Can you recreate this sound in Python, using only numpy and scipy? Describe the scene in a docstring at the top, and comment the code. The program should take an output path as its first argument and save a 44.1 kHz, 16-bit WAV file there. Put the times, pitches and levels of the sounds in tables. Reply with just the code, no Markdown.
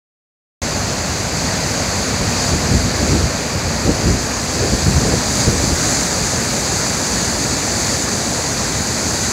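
"""Flooded river below a bridge

From the bank, a hand-held microphone faces the flood tearing out from under a bridge, then turns
downstream. Churning water roars, bubbles ring in it and spray hisses on top, swelling as waves break
nearby. A light breeze rumbles on the microphone throughout, and for a few seconds gusts buffet it."""
import sys
import numpy as np
from scipy import signal
from scipy.fft import rfft, irfft
from scipy.io import wavfile
from scipy.ndimage import uniform_filter1d

SR = 44100
rng = np.random.default_rng(int(sys.argv[2]) if len(sys.argv) > 2 else 0)


def bounce(signal):
    """Save signal as a 16-bit WAV file at the path given by the first command-line argument."""
    frames = np.transpose(np.atleast_2d(signal))
    limited = np.clip(frames, -1, 1)
    pcm = np.round(limited * 32767).astype(np.int16)
    wavfile.write(sys.argv[1], SR, pcm)


N = 411012
TIME = np.arange(N) / SR

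# where the microphone points: (time [s], turn [0 at the bridge, 1 downstream])
MIC_TURN = [(0.6, 0.029), (3.6, 0.062), (4.5, 0.4), (5.3, 0.8), (6.2, 0.93), (9.3, 1.0)]
# how hard the river churns: (time [s], level above its usual strength [dB])
RIVER_FLOW = [(0.6, -0.3), (1.1, -0.7), (1.7, 0.4), (2.7, 0.66), (3.6, -0.94), (4.3, -0.6), (5.3, 0.26),
              (7.2, 0.08), (8.7, -0.75), (9.3, -0.5)]
# the water's deep roar, facing the bridge and facing downstream: (frequency [Hz], relative level [dB])
ROAR_AT_BRIDGE = [(22, -26), (60, 1), (105, 2.5), (250, 0), (340, -8.5), (560, -5), (1100, -11.5),
                  (1850, -12), (2150, -14), (2450, -13.5), (3050, -22.5), (3600, -25.5), (4700, -34),
                  (7900, -90)]
ROAR_DOWNRIVER = [(22, -33), (60, 0.5), (95, 1), (250, -0.5), (340, -6), (620, -7), (1150, -12.5),
                  (1800, -11.5), (2100, -14.5), (2400, -15), (3050, -23), (3600, -21), (4700, -33),
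                  (7900, -90)]
# the hiss of foam and spray, from the same two angles: (frequency [Hz], relative level [dB])
HISS_AT_BRIDGE = [(1800, -28), (3100, -17), (3600, -13), (4200, -5), (4700, -1.5), (5400, -9.5), (6350, -3),
                  (7050, -4.5), (8000, -12), (8800, -19.5), (10000, -19.5), (12800, -27), (15700, -32)]
HISS_DOWNRIVER = [(1800, -37), (3100, -22), (3900, -8.5), (4680, -1), (5400, -9), (6300, -0.5), (7050, -1),
                  (8000, -8.5), (8800, -15), (10100, -16.5), (12800, -25.5), (15700, -29)]
# turbulence right on the microphone: (frequency [Hz], relative level [dB])
EDDY_SPECTRUM = [(15, -27), (22, -29), (33, -21), (52, 0), (82, 2), (130, -3), (220, -6), (450, -5.5),
                 (900, -16), (2500, -25)]
# waves breaking near the bank: (crest time [s], swell of the spray [dB])
BREAKING_WAVES = [(1.42, 1), (2.05, 0.5), (2.42, 2), (3.09, 1.5), (4.05, 0.8), (4.93, 0.5), (5.39, 1.5),
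                  (5.9, 2.5), (7.15, 0.7), (7.88, 1.7), (9.23, 1.3)]
# gusts on the microphone: (peak time [s], level [dB], rise and fall time [s], cutoff [Hz])
MIC_GUSTS = [(2.23, -19, 0.076, 198), (2.537, -15.5, 0.059, 300), (2.746, -11, 0.061, 176),
             (2.86, -17, 0.041, 230), (3.025, -18, 0.052, 500), (3.141, -13.5, 0.093, 280),
             (3.25, -18, 0.056, 200), (3.562, -18, 0.028, 170), (3.68, -19, 0.055, 200),
             (3.89, -11.5, 0.044, 517), (4.096, -12, 0.092, 220), (4.644, -18.5, 0.1, 600),
             (4.735, -13.5, 0.021, 220), (4.882, -11.5, 0.039, 180), (4.97, -9.5, 0.031, 115),
             (5.063, -18.5, 0.063, 560), (5.14, -13.5, 0.028, 500), (5.48, -7.5, 0.017, 260),
             (5.534, -17.5, 0.05, 380), (5.639, -15.5, 0.019, 250), (5.72, -15, 0.04, 210)]

ROAR_DB, ROAR_BREAK_SHARE = -21, 0.53  # the roar takes only part of a breaker's swell
SPRAY_DB, SPRAY_PER_FLOW = -24.0, 1.46  # the spray grows faster than the flow (dB per dB)
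SPRAY_DOWNSTREAM_DB = 3  # the hiss gains this much with the microphone facing the foam
BREEZE_DB, BREEZE_WANDER_DB, BREEZE_WANDER_S = -32, 0.5, 0.3
STIR_DB = -15.5  # the lingering air around a gust, relative to that gust
MIC_ON_S, PEAK_CEILING, TREBLE_EDGE_HZ = 0.617, 0.92, 15750


def gain_of(db):
    """Decibels to amplitude."""
    return 10 ** (np.asarray(db) / 20)


def unit_rms(x):
    """Scales to an rms of one."""
    return x / np.sqrt(np.mean(x ** 2) + 1e-20)


def follow(curve):
    """A curve of (time [s], value) rows at every sample."""
    return np.interp(TIME, *np.transpose(curve))


def swell(peak_s, rise_s, fall_s):
    """A smooth rise to one and a smooth fall."""
    return np.exp(-2 * ((TIME - peak_s) / np.where(TIME < peak_s, rise_s, fall_s)) ** 2)


def coloured(x, spectrum):
    """Shapes a sound by (frequency [Hz], level [dB]) rows, at an rms of one."""
    hz, db = np.transpose(spectrum)
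    bin_db = np.interp(np.log(np.fft.rfftfreq(N, 1 / SR) + 1), np.log(hz + 1), db)
    return unit_rms(irfft(rfft(x) * gain_of(bin_db), N))


def turning_mic(x, bridge, downstream):
    """The colour of a sound shifts as the microphone turns from the bridge to the open river."""
    turn = follow(MIC_TURN)
    return (1 - turn) * coloured(x, bridge) + turn * coloured(x, downstream)


def drift(shape, length_s, width_hz):
    """A smooth random field over time and frequency, in patches of a given length and width."""
    along = np.fft.fftfreq(shape[0], 128 / SR)[:, None] * length_s
    across = np.fft.rfftfreq(shape[1], SR / 512) * width_hz
    smoothing = np.exp(-2 * (along ** 2 + across ** 2))
    return unit_rms(np.fft.irfft2(np.fft.rfft2(rng.standard_normal(shape)) * smoothing, shape))


def seethe(patch_db, patch_s, patch_hz, surge_db, surge_s):
    """Countless tiny bubbles: noise swelling in patches as clouds form, and all over as waves slap."""
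    frames = signal.stft(rng.standard_normal(N), nperseg=512, noverlap=384)[2].T
    patches = drift(frames.shape, patch_s, patch_hz)
    surges = drift(frames.shape, surge_s, SR / 4)
    frames *= gain_of(patch_db * patches + surge_db * surges)
    return unit_rms(signal.istft(frames.T, nperseg=512, noverlap=384)[1][:N])


def bubbles(low_hz, high_hz, per_s, cycles, spread_db, rise, pitches=24):
    """Single bubbles ring for a few cycles, rising in pitch as they near the surface; a few are loud."""
    out = np.zeros(N)
    for hz in np.geomspace(low_hz, high_hz, pitches):
        born = rng.random(N) < per_s / pitches / SR
        strength = gain_of(spread_db * np.minimum(rng.exponential(1, N), 4))
        age = np.arange(0, 1, hz / cycles / SR)  # 0 to 1 over the ring, which dies away by 40 dB
        ring = np.sin(2 * np.pi * cycles * age * (1 + rise * age)) * np.exp(-np.log(100) * age)
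        out += hz * signal.oaconvolve(born * strength, ring)[:N]
    return unit_rms(out)


def roar():
    """The mass of tumbling water off the bank, with larger bubbles gurgling in it."""
    mass = seethe(patch_db=0.62, patch_s=0.07, patch_hz=447, surge_db=0.18, surge_s=0.11)
    gurgle = bubbles(low_hz=299.5, high_hz=2975, per_s=1400, cycles=16, spread_db=1.4, rise=0.083)
    level_db = ROAR_DB + follow(RIVER_FLOW) + ROAR_BREAK_SHARE * breakers_db()
    return gain_of(level_db) * turning_mic(mass + gain_of(-13) * gurgle, ROAR_AT_BRIDGE, ROAR_DOWNRIVER)


def spray():
    """Foam fizzes and drops patter back; the hiss brightens as the microphone turns downstream."""
    fizz = seethe(patch_db=0.77, patch_s=0.05, patch_hz=900, surge_db=0.22, surge_s=0.07)
    drops = bubbles(low_hz=3130, high_hz=14100, per_s=3000, cycles=5.9, spread_db=2.0, rise=0.039)
    level_db = SPRAY_DB + SPRAY_PER_FLOW * follow(RIVER_FLOW) + breakers_db()
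    level_db += SPRAY_DOWNSTREAM_DB * follow(MIC_TURN)
    return gain_of(level_db) * turning_mic(fizz + gain_of(-8) * drops, HISS_AT_BRIDGE, HISS_DOWNRIVER)


def eddies(steadiness):
    """Turbulent pressure at the microphone port; a steadiness of 1 holds its strength nearly even."""
    pressure = coloured(rng.standard_normal(N), EDDY_SPECTRUM)
    power = uniform_filter1d(uniform_filter1d(pressure ** 2, size=1100), size=700)
    return unit_rms(pressure / np.maximum(power, 1e-6) ** (steadiness / 2))


def dulled(x, cutoff_hz, q):
    """Rolls the eddies off above a cutoff, with a slight hollow-sounding hump near it."""
    w = 2 * np.tan(np.pi * cutoff_hz / SR)
    return unit_rms(signal.lfilter(*signal.bilinear([w * w], [1, w / q, w * w]), x))


def breeze():
    """Light air rumbles on the microphone, wandering by chance and freshening around the gusts."""
    knots_s = np.arange(64) * BREEZE_WANDER_S
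    wander = np.interp(TIME, knots_s, rng.standard_normal(len(knots_s)))
    power = gain_of(BREEZE_DB + BREEZE_WANDER_DB * wander) ** 2
    for peak_s, db, _, _ in MIC_GUSTS:
        power += (gain_of(db + STIR_DB) * swell(peak_s, rise_s=0.18, fall_s=0.42)) ** 2
    return np.sqrt(power) * dulled(eddies(steadiness=0.22), cutoff_hz=243, q=1.14)


def breakers_db():
    """Waves topple near the bank, each briefly lifting the level of the water."""
    return sum(db * swell(crest_s, rise_s=0.15, fall_s=0.14) for crest_s, db in BREAKING_WAVES)


def gusts():
    """Short gusts buffet the microphone, some as deep thumps, others reaching higher in pitch."""
    pressure = eddies(steadiness=1.0)
    out = np.zeros(N)
    for peak_s, db, ramp_s, cutoff_hz in MIC_GUSTS:
        out += gain_of(db) * swell(peak_s, ramp_s, ramp_s) * dulled(pressure, cutoff_hz, q=0.96)
    return out


def scene():
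    """River and wind reach one microphone on the bank, the same in both channels."""
    sound = roar() + spray() + gusts() + breeze()
    return np.array([sound, sound])


def record(dry):
    """The microphone switches on abruptly, sheds the deepest rumble, rounds peaks and cuts the top."""
    live = dry * np.clip((TIME - MIC_ON_S) * 600, 0, 1)
    live = signal.sosfilt(signal.butter(4, 31, "highpass", fs=SR, output="sos"), live)
    rounded = live / (1 + (live / PEAK_CEILING) ** 8) ** (1 / 8)
    lowpass = signal.firwin(711, TREBLE_EDGE_HZ, window=("kaiser", 9), fs=SR)
    return signal.oaconvolve(rounded, lowpass[None], "same")


dry = scene()
out = record(dry)
bounce(out)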